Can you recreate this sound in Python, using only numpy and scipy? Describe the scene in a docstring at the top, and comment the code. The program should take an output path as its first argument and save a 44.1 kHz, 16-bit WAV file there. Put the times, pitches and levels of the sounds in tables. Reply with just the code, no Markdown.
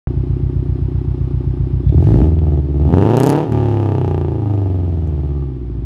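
"""A deep, loping idle comes first: a four-cylinder car with a loud, unequal-length exhaust, a few metres
from a single microphone in a courtyard of flats. It takes a short blip and one hard rev that cracks in
the tailpipe, then burbles down on the overrun. Every firing booms in the silencer, barks in the pipe
and spits gas. The house fronts answer faintly, and far traffic rumbles underneath."""
import sys
import numpy as np
from scipy import signal
from scipy.fft import rfft, irfft
from scipy.io import wavfile
from scipy.ndimage import uniform_filter1d

SR = 44100
rng = np.random.default_rng(int(sys.argv[2]) if len(sys.argv) > 2 else 0)


def file_out(sig):
    """Save sig as 16-bit WAV at sys.argv[1]."""
    # one column per channel
    cols = np.atleast_2d(sig).T
    # limit, then scale
    lim = np.clip(cols, -1, 1)
    pcm = np.round(lim * 32767).astype(np.int16)
    wavfile.write(sys.argv[1], SR, pcm)


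N = 257984
TIME = np.arange(N) / SR

# engine speed: (time [s], four-stroke cycles [Hz])
ENGINE_SPEED = [(0.0, 7.596), (0.73, 7.76), (1.82, 7.519), (2.0, 10.167), (2.25, 19.15), (2.35, 20.554),
                (2.6, 17.981), (2.74, 17.719), (2.85, 18.851), (3.38, 37.447), (3.49, 38.155),
                (3.96, 31.961), (4.46, 26.064), (5.0, 20.345), (5.2, 18.083), (5.86, 13.382)]
# throttle held open for the blip and the rev: (pressed [s], released [s])
THROTTLE = [(1.858, 2.26), (2.878, 3.46)]
# the exhaust's three voices at the microphone: (time [s], boom [dB], bark [dB], blare [dB])
EXHAUST_LEVELS = [(0.5, -16, -29, -58), (1.2, -17, -30.5, -56), (1.84, -15.5, -29.5, -60.5),
                  (1.87, -11, -29.5, -49.5), (1.96, -8.5, -20.5, -43.5), (2.045, -8.5, -25, -33.5),
                  (2.09, -9.5, -21, -33), (2.14, -8, -18, -33.5), (2.24, -10, -19, -31),
                  (2.36, -12, -26.5, -49), (2.45, -12, -27.5, -37), (2.59, -12.5, -24, -39),
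                  (2.625, -15.5, -32.5, -57), (2.67, -18, -25.5, -58), (2.78, -13.5, -24.5, -40),
                  (2.85, -10, -25, -34.5), (2.89, -11.5, -21, -34), (2.93, -9.5, -16.5, -26.5),
                  (3.1, -15, -18, -21.5), (3.29, -17.5, -15.5, -20), (3.38, -21, -19, -21.5),
                  (3.46, -26.5, -24.5, -29.5), (3.512, -17, -25, -33), (3.524, -14, -21.5, -27),
                  (4.15, -16, -25, -30), (4.39, -18.5, -24.5, -39), (4.52, -14.5, -25, -34.5),
                  (5.01, -16.5, -31, -44.5), (5.42, -18, -31, -44.5), (5.56, -24.5, -31.5, -63.5),
                  (5.8, -20.5, -33, -64)]
# slow push of gas, a row per engine state: (strength of cylinders 1-4 [dB], lateness of 1-4 [cycles])
GAS_PUSH = [(0, -3.5, -1.5, -2.5, -.07, -0.0736, -0.0905, -.09), (0, 0, -1.5, -1.5, -.07, -.07, -.08, -.06),
            (0, 2, 3.5, 2, .1, 0.11, 0.0743, .085), (-13.5, -5.5, 0.5, -0.5, -.05, .1, .035, -0.012),
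            (0, 0, -3, -7, 0, .09, .1, -.03), (-5, 0, -3, -7, 0, .08, .09, 0),
            (2.5, 4.5, 3, 2, .06, 0.072, .065, 0.039)]
# sharp blow as each exhaust valve opens, same rows: (strength of 1-4 [dB], lateness of 1-4 [cycles])
VALVE_BLOW = [(2.5, -1.5, 7, 5.5, 0, -0.0019, -0.037, -.03), (0, -2, -2, -2, 0, -0.0166, -0.038, -0.099),
              (-1, -5, -8.5, -3, .003, 0, -0.016, -.022),
              (5.5, 5.5, 4.5, 0, -0.0067, -0.019, -0.0423, -.045),
              (-6.5, -8, -3, -9, -.14, -0.105, -0.04, -0.163),
              (-18.5, -20, -7.5, -17.5, -.14, -0.098, -0.048, -0.15),
              (-10.5, -3.5, -6.5, -7, -.11, -.045, -.04, -.125)]
# how far the blows have steepened into sawtooth waves: (time [s], share [0-1])
STEEPNESS = [(2.85, 0), (2.94, 1), (4.35, 1), (4.55, .1), (4.9, 0)]
# tone colours of the exhaust's sounds: (frequency [Hz], gain [dB])
SILENCER_COLOUR = [(25.0, -46), (38, -46), (47, -19), (60.0, 5.5), (75.0, 7.5), (95.0, 4.5), (115.0, -3),
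                   (135.0, 3), (160.0, 0), (200.0, -16), (250.0, -18.5), (400.0, -51.5)]
PIPE_COLOUR = [(60, -23), (130, -8), (195, 6), (270, 13.5), (350, 13), (440, 6), (500, 1.5), (570, -7),
               (650, -1), (740, -4.5), (850, -3), (970, -22.5), (1090, -22), (1200, -16), (1700, -51),
               (4000, -69.5)]
SURGE_COLOUR = [(30, -41.5), (50, -28.5), (85, 5), (125, 7.5), (160, 6.5), (200, -1), (280, 5.5), (420, 3),
                (560, -7.5), (700, -9.5), (900, -9), (980, -13.5), (1080, -26), (1200, -20), (1700, -36.5),
                (4000, -64.5)]
GAS_COLOUR = [(700, -29), (1300, -15.5), (1700, 0), (2100, -8.5), (2800, -3), (3700, -12), (4600, -17.5),
              (6500, -21), (8000, -28), (11500, -30.5), (15000, -45.5)]
HISS_COLOUR = [(2000, -24), (5000, -3), (7000, -6.5), (11500, -0.5), (14000, -17), (15000, -20.5)]
SHOCK_COLOUR = [(600, 4.5), (1500, 3.5), (2800, 4.5), (4000, 12.5), (4600, 13.5), (5700, 10), (6500, 14.5),
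                (8000, 8.5), (10500, 10.5), (12700, 5), (14000, 6), (15000, -23)]
POP_COLOUR = [(60, -18.5), (200, 39), (450, 24), (900, 12.5), (1700, 2.5), (3000, -16), (4500, -22),
              (12000, -48.5)]
# narrow bass resonances between the car and the walls: (frequency [Hz], width [Hz], gain [dB])
BASS_DRONES = [(58.4, 8.1, -3.5), (102.34, 4, 7.5), (129.6, 4.2, 7.5)]
# resonances of the tailpipe: (frequency [Hz], width [Hz], gain [dB])
IDLE_RINGS = [(262.3, 40, 13), (351.4, 30, 11), (820, 40, 9.5), (1156, 51, 23.5)]
OVERRUN_RINGS = [(273, 36, 2), (349, 40, 7.5), (665, 44, -2), (818, 44, 2.5), (1179, 21, 6)]
CHUFF_RINGS = [(850, 42, 3.5), (1120, 47, -13.5)]
# shocks near the top of the rev: (time [s], level [dB])
CRACKS = [(3.17, -16.5), (3.177, -29), (3.2013, -12), (3.2095, -33.5), (3.2334, -13), (3.2404, -18),
          (3.2637, -16), (3.2713, -16), (3.293, -14.5), (3.301, -14), (3.3297, -26.5), (3.363, -29.5),
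          (3.522, -29)]
# lone pops in the blip and as the throttle shuts: (time [s], level [dB])
POPS = [(1.98, -14), (2.0888, -10), (2.1418, -2.5), (2.2166, -0.5), (3.522, -4)]
# stray ticks: (time [s], level [dB], ring [Hz])
TICKS = [(1.892, -16.5, 3500), (2.3893, -11.5, 2800), (5.074, -29, 6800)]
# tone colours of the intake rush and the engine bay rustle: (frequency [Hz], gain [dB])
GULP_COLOUR = [(800, -6), (1600, 11), (3000, 3), (4300, 2), (6500, -6.5), (11000, -11.5), (14000, -14.5),
               (15000, -48.5)]
RUSTLE_COLOUR = [(260, -15), (500, 2), (850, 1), (1020, -4), (1200, -6.5), (1600, -12), (3000, -16),
                 (5000, -24.5), (7000, -36.5), (10000, -35.5), (15000, -50)]
# background rustle, dipping after the rev as if the recorder's gain fell: (time [s], level [dB])
BACKGROUND_LEVEL = [(1.5, -47.5), (5.2, -47.5), (5.55, -51.5)]

CYLINDERS = 4
PEDAL_S = 0.067  # time the throttle takes to open or close
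IDLE_BELOW_HZ, PICKUP_BELOW_HZ, FAST_ABOVE_HZ, BLEND_HZ = 17, 16, 27.66, 2.9
PUTTER_BELOW_HZ, PUTTER_BLEND_HZ = 33.1, 6.6  # slower than this, one cylinder alone pops on the overrun
STUMBLE_DB = 1.5  # extra scatter of the firings while picking up from idle, twice this as it settles
GAS_DB, GAS_GROWTH = -12.5, 1.208  # spitting gas: level under a 0 dB blare, dB gained per dB of blare
HISS_DB = -48  # relative to the mean level of boom and blare


def exhaust(turns):
    """The main source, a few metres off: gas pushes boom, valve blows bark and spit, the outflow sizzles."""
    boom_db, bark_db, blare_db = read(EXHAUST_LEVELS, TIME)
    steep = read(STEEPNESS, TIME)[0]
    state = engine_states()
    idling, pulling, coasting = state[0], state[1:4].sum(axis=0), state[6]
    push = firings(GAS_PUSH, turns, state, scatter_db=.3, jitter_s=.00004)
    blow = firings(VALVE_BLOW, turns, state, scatter_db=.8, jitter_s=.000015)
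    # under load the cylinders burn less evenly
    rough = firings(VALVE_BLOW, turns, state, scatter_db=1.5, jitter_s=.00011)
    wave = surge(pulling * rough + (1 - pulling) * blow, pulling)
    # strong blows steepen on their way down the pipe, so the treble favours them
    fronts = firings(VALVE_BLOW, turns, state, scatter_db=.7, jitter_s=.000015, contrast=1.3)
    boom = crossfade(exhaust_boom(push, turns), band(wave, 190, "low"), steep * pulling, turns)
    pipe = crossfade(tailpipe(blow, idling, pulling, coasting), wave, steep, turns)
    bark = band(band(pipe, 540, "low"), 175, "high")
    blare = band(pipe, 560, "high")
    layers = ((boom, boom_db), (bark, bark_db), (blare, blare_db),
              (gas_spit(fronts, coasting), GAS_DB + GAS_GROWTH * blare_db),
              (outflow_hiss(), HISS_DB + (boom_db + blare_db) / 2))
    return sum(steady(voice, turns) * undb(db) for voice, db in layers)


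def engine_states():
    """Throttle and speed share the engine out among seven states, each with its own beat."""
    speed = read(ENGINE_SPEED, TIME)[0]
    pedal = sum(ramp((TIME - on) / PEDAL_S) * ramp((off - TIME) / PEDAL_S) for on, off in THROTTLE)
    shut = 1 - pedal
    slow = ramp((IDLE_BELOW_HZ - speed) / BLEND_HZ)
    fast = ramp((speed - FAST_ABOVE_HZ) / BLEND_HZ)
    pickup = ramp((PICKUP_BELOW_HZ - speed) / BLEND_HZ)
    putter = ramp((PUTTER_BELOW_HZ - speed) / PUTTER_BLEND_HZ)
    return np.array([shut * slow,  # idling
                     pedal * pickup,  # picking up
                     pedal * (1 - pickup - fast),  # pulling slowly
                     pedal * fast,  # pulling fast
                     shut * fast * (1 - putter),  # overrun
                     shut * fast * putter,  # puttering
                     shut * (1 - slow - fast)])  # coasting


def firings(table, turns, state, scatter_db, jitter_s, contrast=1):
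    """One impulse per firing; unequal headers make each cylinder stronger or weaker, early or late."""
    firing = np.arange(int(turns[-1] * CYLINDERS))
    cylinder = firing % CYLINDERS
    shares = state[:, np.searchsorted(turns, firing / CYLINDERS)]
    beat = np.transpose(table) @ shares
    db, late = beat[cylinder, firing], beat[cylinder + CYLINDERS, firing]
    time_chance, level_chance = rng.standard_normal((len(firing), 2)).T
    times = np.interp(firing / CYLINDERS + late, turns, TIME) + jitter_s * time_chance
    settling = np.interp(times, TIME, swell(centre_s=5.66, width_s=.2))
    spread_db = scatter_db + STUMBLE_DB * (shares[1] + 2 * settling)
    return clicks(times, undb(contrast * db + spread_db * level_chance))


def exhaust_boom(push, turns):
    """Each push of gas booms in the silencer; the boom rings standing waves between car and walls."""
    boom = band(colour(push, SILENCER_COLOUR), 400, "low")
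    return (boom + ring(boom, BASS_DRONES)) * lope(turns)


def lope(turns, depth=.45, fade_from_hz=8):
    """At idle the first cylinder thumps hardest; the flywheel evens this out as the speed rises."""
    speed = np.gradient(turns) * SR
    unevenness = depth * np.clip(2 - speed / fade_from_hz, 0, 1)
    return 1 + unevenness * np.cos(2 * np.pi * (turns - .1))


def tailpipe(blow, idling, pulling, coasting, round_trip_s=0.003105):
    """Part of each blow runs back up the pipe and leaves again; in weak flow, standing waves ring."""
    blow = blow + .25 * delay(blow, round_trip_s)
    blow = blow + ring(blow * idling, IDLE_RINGS)
    turbulence = .05 + .15 * pulling + .1 * coasting  # strongest under throttle
    return colour(blow + turbulence * puffs(blow, decay_s=.012), PIPE_COLOUR)


def surge(blow, pulling, lead=.8):
    """Pressure builds up to each blow, then collapses into suction; lead 0 is a spike, 1 a sawtooth."""
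    turbulent = blow + (.1 + .14 * pulling) * puffs(blow, decay_s=.014)
    wave = irfft(rfft(turbulent) * response(SURGE_COLOUR, N) * 1j ** lead, N)
    return wave + ring(wave * (1 - pulling), OVERRUN_RINGS)


def gas_spit(fronts, coasting):
    """Each steep front leaves the pipe with a short and a longer burst of turbulence."""
    snap = fronts * (1 - .5 * coasting)
    return colour(snap + .3 * puffs(fronts, decay_s=.001) + .33 * puffs(fronts, decay_s=.016), GAS_COLOUR)


def outflow_hiss(count=6000, spread_db=16):
    """The outflow sizzles in tiny random bursts, a few much stronger than the rest."""
    when, size = rng.random((count, 2)).T
    bursts = clicks(when * TIME[-1], undb(spread_db * size ** 4))
    return colour(puffs(bursts, decay_s=.0006), HISS_COLOUR)


def cracks_and_pops():
    """The hardest blows leave the pipe as shocks with a short fizz; pops are duller and fuller."""
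    times, db = np.transpose(CRACKS)
    shocks = clicks(times, undb(db))
    shocks = .4 * shocks + puffs(shocks, decay_s=.0007) + .25 * puffs(shocks, decay_s=.008)
    times, db = np.transpose(POPS)
    pops = clicks(times, undb(db))
    pops = pops + .25 * puffs(pops, decay_s=.004)
    return colour(shocks, SHOCK_COLOUR) + colour(pops, POP_COLOUR)


def chuffs(turns):
    """The second and fourth cylinders puff and ring the pipe, most of all late in the opening idle."""
    times = np.interp(np.arange(int(2 * turns[-1])) / 2 + 1 / CYLINDERS, turns, TIME)
    beats = clicks(times, 1) * swell(centre_s=1.25, width_s=.55)
    return ring(beats + .5 * puffs(beats, decay_s=.004), CHUFF_RINGS)


def ticks(ring_s=0.0033, click_share=0.66):
    """Sharp ticks from the car, each with a brief metallic ring."""
    sound = 0
    for time, db, hz in TICKS:
        tap = clicks(np.array([time]), undb([db]))
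        metal = ring(puffs(tap, ring_s), [(hz, hz / 6, 6)])
        sound = sound + band(click_share * tap + metal, 1.4 * hz, "low")
    return sound


def engine_bay(turns, whine_hz=5150, whine_db=-74.5):
    """Fan and valve gear rustle, pulsing with the crank; the belt drive whines faintly until the blip."""
    pulsing = 1 + .044 * np.cos(2 * np.pi * CYLINDERS * turns)
    rustle = unit(colour(rng.standard_normal(N), RUSTLE_COLOUR) * pulsing)
    phase = wavering_phase(whine_hz, depth=.002, smooth_samples=2000)
    before_blip = ramp((THROTTLE[0][0] - TIME) / PEDAL_S)
    whine = before_blip * (np.sin(phase) + .5 * np.sin(2 * phase))
    return undb(read(BACKGROUND_LEVEL, TIME)[0]) * rustle + undb(whine_db) * whine


def intake(whistle_s=1.92, whistle_hz=3530, rise_hz_per_s=700, whistle_db=-58, gulp_db=-49.5):
    """Opened from idle, the intake whistles past the throttle plate, then gulps air."""
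    hz = whistle_hz + rise_hz_per_s * (TIME - whistle_s)
    whistle = swell(whistle_s, width_s=.08) * np.sin(wavering_phase(hz, depth=.012, smooth_samples=200))
    gulp = swell(centre_s=2.127, width_s=.18) * unit(colour(rng.standard_normal(N), GULP_COLOUR))
    return undb(whistle_db) * whistle + undb(gulp_db) * gulp


def wall_slap(car, delay_s=.023, level_db=-13.5):
    """The tailpipe beams its treble at one wall, which throws one bright echo back to the microphone."""
    return undb(level_db) * delay(band(car, 2200, "high"), delay_s)


def courtyard(car, t60_s=.7, onset_s=.008, wet_db=-21):
    """House fronts around the microphone return a faint, diffuse tail in the middle range."""
    tail = rng.standard_normal(N) * undb(-60 * TIME / t60_s) * np.clip(TIME / onset_s, 0, 1)
    tail = tail / np.sqrt(np.sum(tail ** 2))
    tail = colour(tail, [(60, -16), (300, -8), (800, 0), (3000, -1), (12000, -14)])
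    return undb(wet_db) * signal.fftconvolve(car, tail)[:N]


def far_traffic(level_db=-50.5):
    """Traffic far beyond the courtyard arrives as a low rumble."""
    return undb(level_db) * unit(band(rng.standard_normal(N), 55, "low"))


def undb(db):
    """Decibels to gain."""
    return 10 ** (np.asarray(db) / 20)


def read(table, at):
    """The columns of a curve table at the given times."""
    times, *columns = np.transpose(table)
    return [np.interp(at, times, column) for column in columns]


def unit(x):
    """Scale to rms 1."""
    return x / np.sqrt(np.mean(x ** 2))


def steady(x, turns):
    """Hold the rms over one engine cycle at 1, keeping the beat within the cycle."""
    energy = np.cumsum(x ** 2)
    start, end = (np.interp(turns + side, turns, np.arange(N)).astype(int) for side in (-.5, .5))
    power = uniform_filter1d((energy[end] - energy[start]) / (end - start), size=2048)
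    return x / np.sqrt(np.abs(power) + 1e-15)


def crossfade(a, b, share, turns):
    """Fade from a to b, both held at the same level."""
    return (1 - share) * steady(a, turns) + share * steady(b, turns)


def response(points, size):
    """A colour table's gain at each bin of an FFT."""
    hz, db = np.transpose(points)
    return undb(np.interp(np.log(np.fft.rfftfreq(size, 1 / SR) + 1), np.log(hz), db))


def colour(x, points, size=16384):
    """Causal filter through the points (frequency [Hz], gain [dB])."""
    cepstrum = irfft(np.log(response(points, size)))
    cepstrum[1:size // 2] *= 2  # folded for minimum phase
    cepstrum[size // 2 + 1:] = 0
    impulse = irfft(np.exp(rfft(cepstrum)))[:size // 2]
    return signal.fftconvolve(x, impulse)[:N]


def band(x, hz, kind):
    """The part of a sound below or above a frequency, pulses kept in shape."""
    return signal.sosfiltfilt(signal.butter(2, hz, kind, fs=SR, output="sos"), x)


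def ring(x, resonances):
    """Resonances rung by a sound: (frequency [Hz], width [Hz], gain [dB])."""
    return sum(undb(db) * signal.lfilter(*signal.iirpeak(hz, hz / width, SR), x)
               for hz, width, db in resonances)


def delay(x, delay_s):
    """The same sound, arriving later."""
    return np.interp(TIME - delay_s, TIME, x, left=0)


def clicks(times, sizes):
    """Impulses, each shared between two neighbouring samples."""
    at = np.clip(times * SR, 0, N - 2)
    i = at.astype(int)
    return np.bincount(i, sizes * (1 - at + i), N) + np.bincount(i + 1, sizes * (at - i), N)


def puffs(pulses, decay_s):
    """A dying burst of turbulence after each impulse, with the same energy."""
    keep = np.exp(-1 / (decay_s * SR))
    envelope = signal.lfilter([np.sqrt(1 - keep ** 2)], [1, -keep], pulses + 1e-18)
    return envelope * rng.standard_normal(N)


def wavering_phase(hz, depth, smooth_samples):
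    """Phase of a tone whose pitch wanders at random."""
    waver = unit(uniform_filter1d(rng.standard_normal(N), size=smooth_samples))
    return 2 * np.pi * np.cumsum(hz * (1 + depth * waver)) / SR


def ramp(x):
    """A smooth step from 0 to 1, one unit wide and centred on zero."""
    return .5 + .5 * np.sin(np.pi * np.clip(x, -.5, .5))


def swell(centre_s, width_s):
    """A bell-shaped rise and fall."""
    return np.exp(-((TIME - centre_s) / width_s) ** 2)


def scene():
    """The car, its echoes and the far traffic, as they meet at one spot in the courtyard."""
    turns = np.cumsum(read(ENGINE_SPEED, TIME)[0]) / SR - .33  # crank position in four-stroke cycles
    car = exhaust(turns) + chuffs(turns) + cracks_and_pops() + ticks()
    return (car + courtyard(car) + wall_slap(car) + engine_bay(turns) + intake() + far_traffic())[None]


def record(dry):
    """The sound starts abruptly out of silence; the highest peaks are rounded and the top is cut."""
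    start_s, opening_s, top_hz = .072, .0004, 15000
    rounded = dry / (1 + dry ** 6) ** (1 / 6)
    opened = rounded * ramp((TIME - start_s) / opening_s)
    return signal.sosfilt(signal.ellip(8, .2, 70, top_hz, fs=SR, output="sos"), opened)


dry = scene()
out = record(dry)
file_out(out)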